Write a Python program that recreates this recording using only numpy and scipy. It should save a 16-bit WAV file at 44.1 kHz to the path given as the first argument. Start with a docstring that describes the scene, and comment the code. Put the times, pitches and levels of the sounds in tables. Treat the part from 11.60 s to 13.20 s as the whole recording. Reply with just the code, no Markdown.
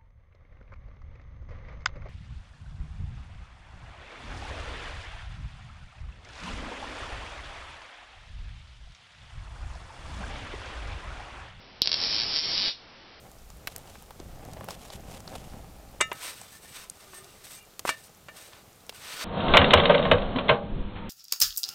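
"""Two magnetic cylinders are tossed up in a small panelled room, over faint background noise.
A dull rasp sets in and they snap together with a thump (0.22 s), rebound six times, then chatter
ever faster (from 0.36 s): a buzz that swells each time the spinning pair faces the listener.
A hand catches them and squeezes the bounces out (1.1 s).
Throughout, a coarse, narrow-band converter adds a gritty hiss."""
import sys
import numpy as np
from scipy import signal
from scipy.fft import rfft, irfft
from scipy.io import wavfile

SR = 44100
rng = np.random.default_rng(int(sys.argv[2]) if len(sys.argv) > 2 else 0)


def inscribe(sig):
    """Save sig as 16-bit PCM at rate SR to the path in sys.argv[1].

    A 1-D sig is mono; a 2-D sig holds one channel per row.
    Samples are clipped to [-1, 1] before scaling.
    """
    pcm = np.round(np.clip(np.atleast_2d(sig).T, -1, 1) * 32767)
    wavfile.write(sys.argv[1], SR, pcm.astype(np.int16))


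N = 70560
TIME = np.arange(N) / SR
RETOUCH_S = 0.0018  # the other ends touch just after each bounce
KNOCK_TOP_HZ, IMPACT_ROOM_DB = 2130, -8

# Chatter up to the catch: (time [s], bounce rate [1/s])
BOUNCE_RATE = [(.357, 55.2), (.42, 85.8), (.48, 101.8), (.6, 113.1), (.72, 139.7), (.81, 154.7),
               (.93, 184.6), (1.06, 205.1), (1.072, 400), (1.115, 600)]


def from_db(db):
    """Decibels to amplitude gain."""
    return 10 ** (np.asarray(db) / 20)


def curve(rows, at):
    """Linear interpolation through (x, y) rows."""
    return np.interp(at, *np.transpose(rows))


def noise(spectrum):
    """Noise shaped by (frequency [Hz], relative density [dB]) rows, rms 1."""
    hz, db = np.transpose(spectrum)
    bin_hz = np.arange(N // 2 + 1) * SR / N
    gain = from_db(np.interp(np.log(bin_hz + 1), np.log(hz), db))
    x = irfft(rfft(rng.standard_normal(N)) * gain, N)
    return x / x.std()


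def background():
    """Faint, steady noise, strongest in the bass."""
    # (frequency [Hz], relative density [dB])
    spectrum = [(20, 1.5), (100, -0.5), (300, -4.5), (700, -3.5), (1500, -12), (3000, -9.5), (5800, -19)]
    return from_db(-61.5) * noise(spectrum)


def rasp():
    """Dull rushing noise, wavering from the snap to the catch."""
    # (frequency [Hz], relative density [dB])
    spectrum = [(30, -1.5), (150, -3), (400, -3.5), (800, -4), (1500, -7), (3000, -8), (6000, -16.5)]
    # Envelope: (time [s], level [dB])
    envelope = [(.21, -84), (.25, -44.5), (.32, -48), (.40, -39), (.56, -41), (.72, -39), (.81, -47),
                (.89, -39), (1.0, -42), (1.09, -39.5), (1.125, -59)]
    return from_db(curve(envelope, TIME)) * noise(spectrum)


def contact_ring(times_s, db, ring_hz, width_hz, low_cut_hz):
    """Small hard bodies: each touch excites one broad, fast-dying resonance with little bass."""
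    t = TIME[:SR // 200]
    rings = np.zeros(N + len(t))
    starts = np.round(times_s * SR).astype(int)
    for start, gain, hz in np.broadcast(starts, from_db(db), ring_hz):
        rings[start:start + len(t)] += gain * np.exp(-np.pi * width_hz * t) * np.cos(2 * np.pi * hz * t)
    low_cut = signal.butter(4, low_cut_hz, "high", fs=SR, output="sos")
    return signal.sosfilt(low_cut, rings[:N] + 1e-18)


def dull_knock(times_s, db, top_hz):
    """Low part of each contact: a rounded impulse."""
    impulses = np.zeros(N)
    starts = np.clip(np.round(times_s * SR).astype(int), 0, N - 1)
    np.add.at(impulses, starts, from_db(db))
    return signal.sosfilt(signal.butter(2, top_hz, fs=SR, output="sos"), impulses + 1e-18)


def near_echoes(x):
    """Direct sound plus first reflections."""
    # Near surfaces: (delay [s], gain [dB])
    echoes = [(.0013, -14.5), (.0046, -14), (.0074, -24.5)]
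    return x + sum(from_db(db) * np.interp(TIME - delay_s, TIME, x, left=0) for delay_s, db in echoes)


def room(x, t60_s=0.2, onset_s=0.0027):
    """Diffuse reverberation: a short noise tail of unit energy."""
    fade_in = np.clip(TIME / onset_s - 1, 0, 1)
    tail = rng.standard_normal(N) * from_db(-60 * TIME / t60_s) * fade_in
    return signal.fftconvolve(x, tail / np.linalg.norm(tail))[:N]


def snap():
    """The magnets first meet: a sharp click and a low thump."""
    time_s = np.array([0.2193])
    ring = contact_ring(time_s, db=7.5, ring_hz=4150, width_hz=1700, low_cut_hz=3100)
    thump = dull_knock(time_s, db=10, top_hz=387)
    return near_echoes(ring) + from_db(IMPACT_ROOM_DB) * room(ring) + thump


def rebounds():
    """They spring apart and collide again unevenly, one end just after the other."""
    # (time [s], knock level [dB], second touch re first [dB])
    collisions = [(0.2586, -10.5, -8.5), (0.274, -3, -24), (0.2937, -14.5, -8.5), (0.317, -6.5, -3.5),
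                  (0.3297, -6.5, -11), (0.3413, -10, 4)]
    times_s, db, retouch_db = np.transpose(collisions)
    times_s = np.r_[times_s, times_s + RETOUCH_S]
    db = np.r_[db, db + retouch_db]
    ring = contact_ring(times_s, db + 5.5, ring_hz=4750, width_hz=1800, low_cut_hz=2700)
    impacts = ring + dull_knock(times_s, db, KNOCK_TOP_HZ)
    return near_echoes(impacts) + from_db(IMPACT_ROOM_DB) * room(impacts)


def buzz():
    """Quickening double contacts; the spin swings the direct sound while the room gets all of it."""
    # Bounce force: (time [s], relative level [dB])
    force = [(.357, -11.5), (.40, -12), (.45, -10), (.51, -9), (.56, -13.5), (.61, -15.5), (.68, -12.5),
             (.77, -14), (.83, -12), (.88, -12), (.93, -13), (.97, -14.5), (1.01, -17.5), (1.055, -18),
             (1.08, -13), (1.095, -24.5), (1.115, -39)]
    # Radiation towards the listener as the pair spins: (time [s], gain [dB])
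    facing = [(.357, -5), (.395, -1.5), (.44, 3), (.48, -4), (.51, -1), (.56, 4.5), (.605, 9), (.64, 6.5),
              (.67, -30), (.72, -2.5), (.77, 10), (.815, 1.5), (.835, -13), (.93, -7.5), (.97, 6),
              (1.01, 7), (1.055, 9.5), (1.075, 0.5)]
    # Contact resonance, sinking near the catch: (time [s], centre [Hz])
    resonance = [(.36, 5018), (.52, 5140), (.61, 4794), (.76, 5140), (.92, 5120), (1.02, 4430), (1.1, 4520)]
    jitter_s, retouch_spread_s = 0.00017, 0.00039
    spread_db, retouch_spread_db = 1.96, 2

    rate_hz = np.interp(TIME, *np.transpose(BOUNCE_RATE), left=0, right=0)
    bounce_count = np.ceil(np.cumsum(rate_hz) / SR)
    bounce_s = TIME[1:][np.diff(bounce_count) > 0]
    level_draw, gap_draw, retouch_draw, time_draw = rng.standard_normal((len(bounce_s), 4)).T
    bounce_s = bounce_s + jitter_s * time_draw
    bounce_db = curve(force, bounce_s) + 0.5 + spread_db * level_draw
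    times_s = np.r_[bounce_s, bounce_s + RETOUCH_S + retouch_spread_s * gap_draw]
    db = np.r_[bounce_db, bounce_db - 7 + retouch_spread_db * retouch_draw]

    ring = contact_ring(times_s, db, curve(resonance, times_s), width_hz=1500, low_cut_hz=2000)
    knock = dull_knock(times_s, db - 8.5, KNOCK_TOP_HZ)
    direct = (ring + knock) * from_db(curve(facing, TIME))
    return near_echoes(direct) + from_db(2.5) * room_in_flight(ring)


def room_in_flight(x, stretches=8):
    """The pair travels, so each stretch of its flight meets different reflections."""
    centres_s = np.linspace(BOUNCE_RATE[0][0], BOUNCE_RATE[-1][0], stretches)
    crossfades = [np.sqrt(np.interp(TIME, centres_s, share)) for share in np.eye(stretches)]
    return sum(room(x * fade) for fade in crossfades)


def scene():
    """The magnets over a faint background, mono."""
    return (snap() + rebounds() + buzz() + rasp() + background())[None]


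def record(dry):
    """Slow, coarse converter: quiet sound flips between two steps; peaks clip; the top is cut."""
    converter_hz, band_edge_hz, stopband_hz = 12000, 5790, 16900
    step, clip_level = from_db(-45), 0.65
    up, down = converter_hz // 300, SR // 300
    anti_alias = signal.firwin(44 * down + 1, band_edge_hz, window=("kaiser", 8), fs=SR * up)
    slow = signal.resample_poly(dry, up, down, axis=-1, window=anti_alias)
    quantised = step * (np.floor(slow / step) + 0.5)
    restored = signal.resample_poly(quantised, down, up, axis=-1, window=anti_alias)[:, :N]
    top_cut = signal.cheby2(12, 70, stopband_hz, fs=SR, output="sos")
    return signal.sosfilt(top_cut, np.clip(restored, -clip_level, clip_level))


dry = scene()
out = record(dry)
inscribe(out)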